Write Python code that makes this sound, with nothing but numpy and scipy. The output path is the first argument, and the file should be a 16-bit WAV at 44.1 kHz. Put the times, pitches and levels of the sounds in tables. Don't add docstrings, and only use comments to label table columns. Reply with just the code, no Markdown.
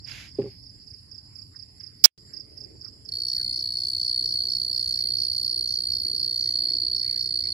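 import sys
import numpy as np
from scipy import signal
from scipy.fft import rfft, irfft, next_fast_len
from scipy.io import wavfile
from scipy.ndimage import uniform_filter1d

SR = 44100
rng = np.random.default_rng(int(sys.argv[2]) if len(sys.argv) > 2 else 0)


def log_audio(samples):
    frames = np.atleast_2d(samples).T
    limited = np.clip(frames, -1, 1)
    pcm = np.round(limited * 32767).astype(np.int16)
    wavfile.write(sys.argv[1], SR, pcm)


N = 332073


def amp(db):
    return 10 ** (np.asarray(db) / 20)


def unit(x):
    return x / np.sqrt(np.mean(x ** 2) + 1e-20)


def curves(rows):
    s, *columns = np.transpose(rows)
    return [np.interp(np.arange(N) / SR, s, column) for column in columns]


def pan(left_db):
    gains = amp(np.array([[.5], [-.5]]) * left_db)
    return gains / np.sqrt((gains ** 2).mean(0))


def add(mix, s, sound):
    part = mix[:, max(round(s * SR), 0):][:, :sound.shape[-1]]
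    part += sound[..., :part.shape[1]]


def noise(spectrum, same=0):
    hz, db = np.transpose(spectrum)
    gain = amp(np.interp(np.log(np.fft.rfftfreq(N, 1 / SR) + 1), np.log(hz), db, right=-np.inf))
    a, b = irfft(rfft(rng.standard_normal((2, N))) * gain, N)
    same = np.clip(same, -1, 1)
    return unit(np.array([a, same * a + np.sqrt(1 - same ** 2) * b]))


def band(centre_hz, width_hz, order=2):
    off = (np.fft.rfftfreq(N, 1 / SR) - centre_hz) / (width_hz / 2)
    return unit(irfft(rfft(rng.standard_normal((2, N))) / (1 + abs(off) ** order), N))


def drift(hz):
    return band(0, 2 * hz, order=4)


def patchy(x, depth_db, patch_hz, patch_s):
    z = signal.stft(x, nperseg=512, noverlap=384)[2]
    field = rng.standard_normal(z.shape[:0:-1]).T
    for axis, span in [(0, patch_hz * 512 / SR), (1, patch_s * SR / 128)] * 2:
        field = uniform_filter1d(field, max(round(span), 1), axis)
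    gain = unit(amp(depth_db * np.minimum(unit(field), 2)))
    return signal.istft(z * gain, nperseg=512, noverlap=384)[1][:, :N]


def swells(rows, width_hz, ragged_db):
    out = np.zeros((2, N))
    for s, length, hz, db in rows:
        swell = np.hanning(int(length * SR))
        add(out, s, amp(db) * swell * band(hz, width_hz, order=3)[:, :len(swell)])
    return out * amp(ragged_db * drift(86)[0])


# [f/Hz, relative level/dB]
RUMBLE_SPECTRUM = [(20, -31.5), (40, -7.5), (60, -0.5), (90, 6.5), (120, 3), (170, -5.5), (300, -11),
                   (500, -44.5), (1000, -33.5)]
# [t/s, level/dB]
RUMBLE_COURSE = [(0, -49), (.8, -53), (1.9, -55.5), (3.6, -51), (7.5, -51.5)]


def rumble(lump_db=1.0):
    level_db = curves(RUMBLE_COURSE)[0] + lump_db * drift(8.0)[0]
    return amp(level_db) * noise(RUMBLE_SPECTRUM, same=0.84) * pan(-1.5)


# [f/Hz, relative level/dB]
MURMUR_SPECTRUM = [(100, -15.5), (220, -14), (310, 2), (390, -4.5), (440, -1), (500, -12), (570, -10.5),
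                   (800, -20.5), (1250, -35.5), (1600, -32), (2100, -32.5), (2700, -32.5), (4000, -35.5),
                   (6000, -46.5)]


def engine(firing_hz=37, waver_turns=0.023):
    turns = firing_hz * np.arange(N) / SR + waver_turns * drift(1.0)[0]
    hz, db = np.transpose(MURMUR_SPECTRUM)
    orders = np.arange(6, 19)
    gains = amp(np.interp(np.log(orders * firing_hz), np.log(hz), db))
    return unit(sum(g * np.cos(2 * np.pi * (k * turns + rng.random())) for k, g in zip(orders, gains)))


# [t/s, level/dB]
MURMUR_COURSE = [(0, -66), (1.9, -70.5), (2.3, -58), (5.5, -56), (7.5, -54.5)]


def murmur(throb_hz=23.0, throb_db=4.0, engine_db=-9.5):
    throb_phase = 2 * np.pi * throb_hz * np.arange(N) / SR + drift(2.4)[0]
    throb = amp(throb_db * np.sin(throb_phase) - 2.3)
    patchy_noise = patchy(noise(MURMUR_SPECTRUM, same=0.14), depth_db=3, patch_hz=400, patch_s=.1)
    level_db = curves(MURMUR_COURSE)[0] + 1.0 * drift(14)[0]
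    return amp(level_db) * (throb * patchy_noise + amp(engine_db) * engine()) * pan(-0.67)


# [f/Hz, relative level/dB]
HISS_SPECTRUM = [(1000, 5.5), (2800, 0), (6500, -2), (8500, -0.5), (11000, 3), (12900, -4.5), (13400, -31)]


def hiss(level_db=-70.5):
    return patchy(amp(level_db) * noise(HISS_SPECTRUM), depth_db=5, patch_hz=350, patch_s=.1)


# [low edge f/Hz, high edge f/Hz, level/dB, left-right/dB, slow swell/dB]
FAR_CHOIRS = [(1250, 2700, -83, 0, -4.5), (1850, 2250, -81, -2, 3), (4496, 5365, -53, -5.5, 0),
              (7110, 7600, -70.5, -2.5, 2.5), (9750, 11100, -74, -12.5, 2)]


def chorus(throb_db=1.8, whistle_db=-72):
    out = np.zeros((2, N))
    for low_hz, high_hz, db, left_db, swell_db in FAR_CHOIRS:
        level_db = db + throb_db * drift(21)[0] + swell_db * drift(2.8)[0]
        callers = band((low_hz + high_hz) / 2, high_hz - low_hz, order=6)
        out += amp(level_db) * pan(left_db) * callers
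    out = patchy(out, depth_db=2.0, patch_hz=200, patch_s=.08)
    bouts = np.maximum(drift(11.0)[0] - .5, 0)
    return out + amp(whistle_db) * bouts * band(7460, 70)


def bank(x, wet_db, t60):
    t = np.arange(SR // 4) / SR
    tail = rng.standard_normal((2, len(t))) * amp(-60 * t / t60) * (t > .003)
    return x + amp(wet_db) * signal.fftconvolve(x, unit(tail) / np.sqrt(len(t)), axes=1)[:, :N]


# [t/s, level/dB, roughness/0-1]
TRIPLETS = [(0.04, -34.5, 0.13), (.278, -42, 0.07), (.626, -42, 0.11), (.868, -38.5, 0.08),
            (1.111, -37.5, 0.05), (1.350, -36.5, 0.07), (1.556, -36.5, 0.08), (1.797, -35, 0.03),
            (2.331, -32, 0.02), (2.570, -33.5, 0.05), (2.809, -34, 0.22), (3.049, -36, 0.08),
            (3.2913, -37, 0.6), (3.531, -35, 0.46), (3.7711, -39.5, 0.6), (4.013, -38.5, 0.84),
            (4.25, -37, 1), (4.4912, -33, 0.5), (4.7315, -34, 0.35), (4.935, -37.5, .75),
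            (5.175, -33.5, 0.34), (5.444, -35, 0.3), (5.683, -38, 0.9), (5.9242, -33, 0),
            (6.1624, -36.5, 0.4), (6.4044, -37, 0.3), (6.69, -35.5, 0.3), (6.956, -33.5, 0.5),
            (7.1951, -34.5, 0.4), (7.4352, -37.5, 0.37)]


def chirps(start_hz=5590, blur_hz=330, left_db=-15, smear_hz=5230, smear_width_hz=850, smear_db=-5):
    fall_hz, pulse_s, spacing_s, smear_s = 1100, .0205, .0324, .05
    out, smear, t = np.zeros((2, N)), np.zeros((2, N)), np.arange(0, pulse_s, 1 / SR)
    u = t / pulse_s
    arch = np.sin(np.pi * u) ** 2
    shape = arch / (.3 + .7 * arch)
    grit = (drift(blur_hz)[0] + 1j * drift(blur_hz)[0]) / np.sqrt(2)
    smear_swell = np.hanning(round(smear_s * SR))
    for s, db, rough in TRIPLETS:
        rough = np.clip(rough, 0, 1)
        for k, (detune, loud, late) in enumerate(rng.standard_normal((3, 3))):
            at = s + k * spacing_s + 0.0003 * late
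            phase = 2 * np.pi * np.cumsum(start_hz + 28 * detune - fall_hz * u) / SR
            stroke_grit = grit.take(round(at * SR) + np.arange(len(t)), mode="clip")
            grip = np.sqrt(1 - rough) + np.sqrt(rough) * stroke_grit
            add(out, at, amp(db + .6 * loud) * shape * (grip * np.exp(1j * phase)).imag)
            add(smear, at + (pulse_s - smear_s) / 2, rough * amp(db + smear_db) * smear_swell)
    smeared = smear * pan(-9) * band(smear_hz, smear_width_hz, order=6)
    return bank(out * pan(left_db), wet_db=-10, t60=0.18) + smeared


def brush(start, length, db, rise_s=0.056, fall_s=0.15):
    age = np.arange(N) / SR - start
    press = np.clip(np.minimum(age / rise_s, (length - age) / fall_s), 0, 1)
    return amp(db) * np.sin(np.pi / 2 * press) ** 2


# [t/s, length/s, level/dB]
BRUSHES = [(0.047, 0.29, -44), (0.34, 0.29, -64)]
# [f/Hz, relative level/dB]
CLOTH_SPECTRUM = [(500, -12), (1200, -9), (1800, 3.5), (2400, 7), (3200, 1.5), (4500, -1), (6200, -5),
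                  (7300, -5), (8200, -28), (10500, -12), (12800, -19), (13500, -64)]


def rustle():
    pressure = sum(brush(*row) for row in BRUSHES)
    return pressure * noise(CLOTH_SPECTRUM, same=0.45) * amp(0.7 * drift(90)[0]) * pan(-5.0)


# [t/s, level/dB, time the blow takes/s, pitch factor]
BLOWS = [(0.3855, -13, 0.0032, 0.98), (0.418, -30.5, 0.001, 0.87), (0.4381, -28, 0.0033, 1),
         (0.4521, -24, 0.007, 0.97), (0.4607, -39, 0.0051, 0.9)]
# [f/Hz, relative level/dB, t60/s]
HOLLOW_MODES = [(125.4, -17, 0.29), (237, -7, 0.066), (353, -2.5, 0.034), (407, 1, 0.096),
                (554, -12, 0.086), (816, -30.5, 0.14)]
# [f/Hz, relative level/dB]
SCUFF_SPECTRUM = [(60, -19), (130, -2), (300, 1), (550, -7.5), (750, -19.5), (1200, -24)]


def knock(scuff_db=-16, scuff_t60=0.11):
    out, t = np.zeros((2, N)), np.arange(SR // 3) / SR
    scuff = noise(SCUFF_SPECTRUM, same=0.77)
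    for s, db, blow_s, pitch in BLOWS:
        ring = sum(amp(mode_db - 60 * t / t60) * np.sin(2 * np.pi * hz * pitch * t)
                   for hz, mode_db, t60 in HOLLOW_MODES)
        ring = ring + amp(scuff_db - 60 * t / scuff_t60) * scuff[:, round(s * SR):][:, :len(t)]
        soft_blow = 1 - np.exp(-(t / blow_s) ** 2)
        add(out, s, amp(db) * pan(-1.7) * ring * soft_blow)
    return out


# [t/s, level/dB, centre f/Hz]
TICKS_AND_CLICK = [(0.388, -58, 2400), (0.417, -50, 2130), (1.806, -58, 2240), (2.177, -57, 5020),
                   (2.575, -64, 6000), (4.775, -62, 1480), (5.884, -58, 1500)]


def ticks_and_click(t60=0.073):
    out, t = np.zeros((2, N)), np.arange(SR // 3) / SR
    for s, db, hz in TICKS_AND_CLICK:
        add(out, s, amp(db - 60 * t / t60) * pan(-2) * band(hz, hz, order=3)[:, :len(t)])
    return out


# [t/s, length/s, f/Hz, level/dB]
FROG_CALLS = [(0.88, 0.1, 1940, -73), (1.503, 0.089, 1520, -63), (2.25, 0.17, 1740, -63),
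              (2.58, 0.21, 2140, -72), (2.81, 0.1, 1570, -62.5), (3.31, 0.15, 1700, -62),
              (4.16, 0.093, 1910, -70), (4.9, 0.25, 1870, -64), (5.12, 0.17, 2050, -72),
              (5.836, 0.11, 2330, -61.5), (6.02, 0.11, 2040, -67), (6.384, 0.16, 2230, -62),
              (6.6, 0.18, 1920, -63), (6.95, 0.35, 2120, -59), (7.39, 0.15, 2100, -61.5)]


def frogs():
    calls = swells(FROG_CALLS, width_hz=850, ragged_db=2.5)
    return patchy(calls, depth_db=4.5, patch_hz=250, patch_s=.03)


def glitch(x, shriek_hz=5200, crackle_db=-20, tail_db=-33, pop_db=0, fizz_db=-41):
    start, stop, pop, mute, resume = 2.0416, 2.0573, 2.0588, 2.060, 2.177
    drive_db, width_hz = 10, 1050
    t = np.arange(N) / SR
    shriek = band(shriek_hz, width_hz, order=3)[0] + amp(-19) * band(8000, 2000)[0]
    burst = amp(drive_db) * shriek * ((t > start) & (t < stop))
    crackle = amp(crackle_db) * ((t > start - .0025) & (t < pop))
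    crackle = crackle + amp(pop_db) * np.exp(-((t - pop) / 0.00019) ** 2)
    crackle = crackle * band(7300, 13000)[0]
    tail = amp(tail_db) * band(2900, 1900)[0] + amp(fizz_db) * band(7000, 9000)[0]
    tail = tail * (t > mute) * amp(2.4 * drift(300)[0] - 60 * abs(t - mute) / 0.047)
    right = np.clip(np.clip(burst, -1, 1) + crackle + tail, -1, 1)
    left = amp(-38.5) * crackle
    return x * np.where((t > mute) & (t < resume), amp(-44.5), 1) + np.array([left, right])


def above(x, edge_hz):
    return signal.sosfiltfilt(signal.butter(16, edge_hz, "high", fs=SR, output="sos"), x)


# [delay t/s, level/dB]
GROUND_ECHOES = [(.003, -22), (.005, -20.5), (.0075, -24), (.011, -28), (.016, -34)]


def ground(x, sways_per_s=6):
    z = signal.hilbert(x, next_fast_len(N))[:, :N]
    at = np.arange(N) / SR * sways_per_s
    step, part = at.astype(int), at % 1 * np.pi / 2
    fading, rising, out = np.cos(part), np.sin(part), x
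    for delay_s, db in GROUND_ECHOES:
        sway = (rng.standard_normal((2, step[-1] + 2, 2)) @ [1, 1j]) / np.sqrt(2)
        swaying = sway[:, step] * fading + sway[:, step + 1] * rising
        out = out + amp(db) * (np.roll(z, round(delay_s * SR), axis=1) * swaying).real
    return out


# [t/s, level/dB, left-right/dB, scratch level/dB, lag of the left microphone t/s]
TRILL_COURSE = [(3.12, -30.5, -2, 1, 0.00048), (3.38, -27.5, -1.5, 4, 0.00047),
                (3.55, -29, -0.5, -0.5, .000457), (3.9, -28.5, 0, 3, .000455), (4.2, -26, -0.5, 2, 0.00047),
                (4.55, -27.5, -3.5, 2.5, 0.00047), (5.2, -26.5, -4, 4, 0.00049),
                (5.7, -26.5, -3.5, 3.5, 0.00049), (6.25, -26.5, -3.5, 3.5, 0.00049),
                (6.78, -25.5, -2.5, -0.5, 0.00047), (7.15, -27, -5, 0.5, 0.00048),
                (7.53, -27.3, -4, 0, 0.00047)]
# [f/Hz, relative level/dB]
RASP_SPECTRUM = [(1000, -11.5), (2600, -37), (3300, -7), (3700, 1), (4200, -11), (4750, 27), (5200, 14),
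                 (5800, 5.5), (6400, 2.5), (6900, -7.5), (7450, 4.5), (8550, -8.5), (8850, 16.5),
                 (10200, 1.5), (11500, 1.5), (12500, 2.5), (12900, 6.5), (13350, -7.5), (14600, -40)]
FIRST_STROKE_S, TRILL_START_S = 3.0868, 3.1189
STROKES_PER_S, SLOWING_PER_S2 = 61.67, .1304
OCTAVE_DB, OCTAVE_RISE_DB_PER_S, OCTAVE_WANDER_DB, OCTAVE_LEFT_DB = -50.5, 1, 1.5, 8
SCRAPE_DB, FORCE_SPREAD_DB = -45.5, .65
HAZE_HZ, HAZE_WIDTH_HZ, HAZE_DB = 3746, 470, -36.5


def trill(pitch_hz=4425, stroke_s=0.011, shake=0.2, detune_hz=14, scatter_db=-7, release=0.3):
    fall_hz, ramp, fade, slip_rad, jitter_s, wander_s = 420, .37, .25, .15, .00001, .000012
    t = np.arange(N) / SR
    singing = t > TRILL_START_S
    level_db, left_db, scratch_db, left_lag_s = curves(TRILL_COURSE)
    sung_s = np.maximum(t - TRILL_START_S, 0)
    turns = STROKES_PER_S * sung_s - SLOWING_PER_S2 * sung_s ** 2 / 2
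    beats = np.interp(np.arange(1, int(turns[-1]) + 1), turns, t)
    starts = np.r_[FIRST_STROKE_S, TRILL_START_S, beats]
    wander, early, loud, long, sharp, scratchy = rng.standard_normal((len(starts), 6)).T
    starts = starts + wander_s * np.cumsum(wander) + jitter_s * early
    which = np.maximum(np.searchsorted(starts, t) - 1, 0)
    age = t - starts[which] - np.array([[1], [0]]) * left_lag_s
    u = np.clip(age / (stroke_s * (1 + 0.055 * long[which])), 0, 1)
    force = amp(FORCE_SPREAD_DB * loud[which] - 5.9 * (which == 0))
    press = np.minimum(np.minimum(u, 1 - u) / ramp, 1)
    contact = force * (1 - fade * u) * np.sin(np.pi / 2 * press) ** 2
    contact = contact / np.sqrt(np.mean(contact[:, singing] ** 2))
    phase = 2 * np.pi * age * (pitch_hz + fall_hz * (1 - u) / 2) + slip_rad * drift(190)[0]
    phase = phase + 2 * np.pi * detune_hz * sharp[which] * (age - stroke_s / 2)
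    grip = 1 + shake * drift(240)[0] + 0.054 * drift(320)
    tone = above(contact * grip * np.sin(phase), 4040)
    tone = tone / np.sqrt(np.mean(tone[:, singing] ** 2))
    octave = above(contact * (1 - u) * np.sin(2 * phase), 8720)
    octave_db = OCTAVE_DB + scratch_db + OCTAVE_RISE_DB_PER_S * sung_s + OCTAVE_WANDER_DB * drift(0.99)
    octave = octave * pan(OCTAVE_LEFT_DB) * amp(octave_db)
    scattered = abs(uniform_filter1d(contact ** 2, round(SR / STROKES_PER_S)))
    letting_go = release * force * singing * np.exp(-((u - .8) / 0.05) ** 2)
    scratch = np.sqrt((contact + letting_go) ** 2 + amp(scatter_db) ** 2 * scattered)
    rasp_db = SCRAPE_DB + scratch_db + 1.0 * scratchy[which] + 0.46 * drift(500)[0]
    rasp = scratch * amp(rasp_db) * noise(RASP_SPECTRUM)
    rasp = patchy(rasp, depth_db=2.5, patch_hz=450, patch_s=.06)
    haze = amp(level_db + HAZE_DB) * np.sqrt(scattered) * band(HAZE_HZ, HAZE_WIDTH_HZ, order=6)
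    return ground(amp(level_db) * pan(left_db) * tone + octave) + rasp + haze


# [t/s, length/s, f/Hz, level/dB]
HOARSE_SWELLS = [(3.26, 0.076, 5370, -42.5), (3.96, 0.18, 5800, -56), (4.76, 0.22, 6300, -58),
                 (5.6, 0.26, 6000, -53), (6.27, 0.38, 5900, -55)]


def hoarse_swells():
    return pan(-8) * swells(HOARSE_SWELLS, width_hz=1000, ragged_db=4)


def scene():
    air = rumble() + murmur() + hiss()
    small_sounds = rustle() + knock() + ticks_and_click()
    return air + chorus() + chirps() + small_sounds + frogs() + trill() + hoarse_swells()


def record(dry):
    top_hz = 16260
    low_pass = signal.firwin(255, top_hz, window=("kaiser", 8), fs=SR)
    return signal.oaconvolve(glitch(dry), low_pass[None], "same")


dry = scene()
out = record(dry)
log_audio(out)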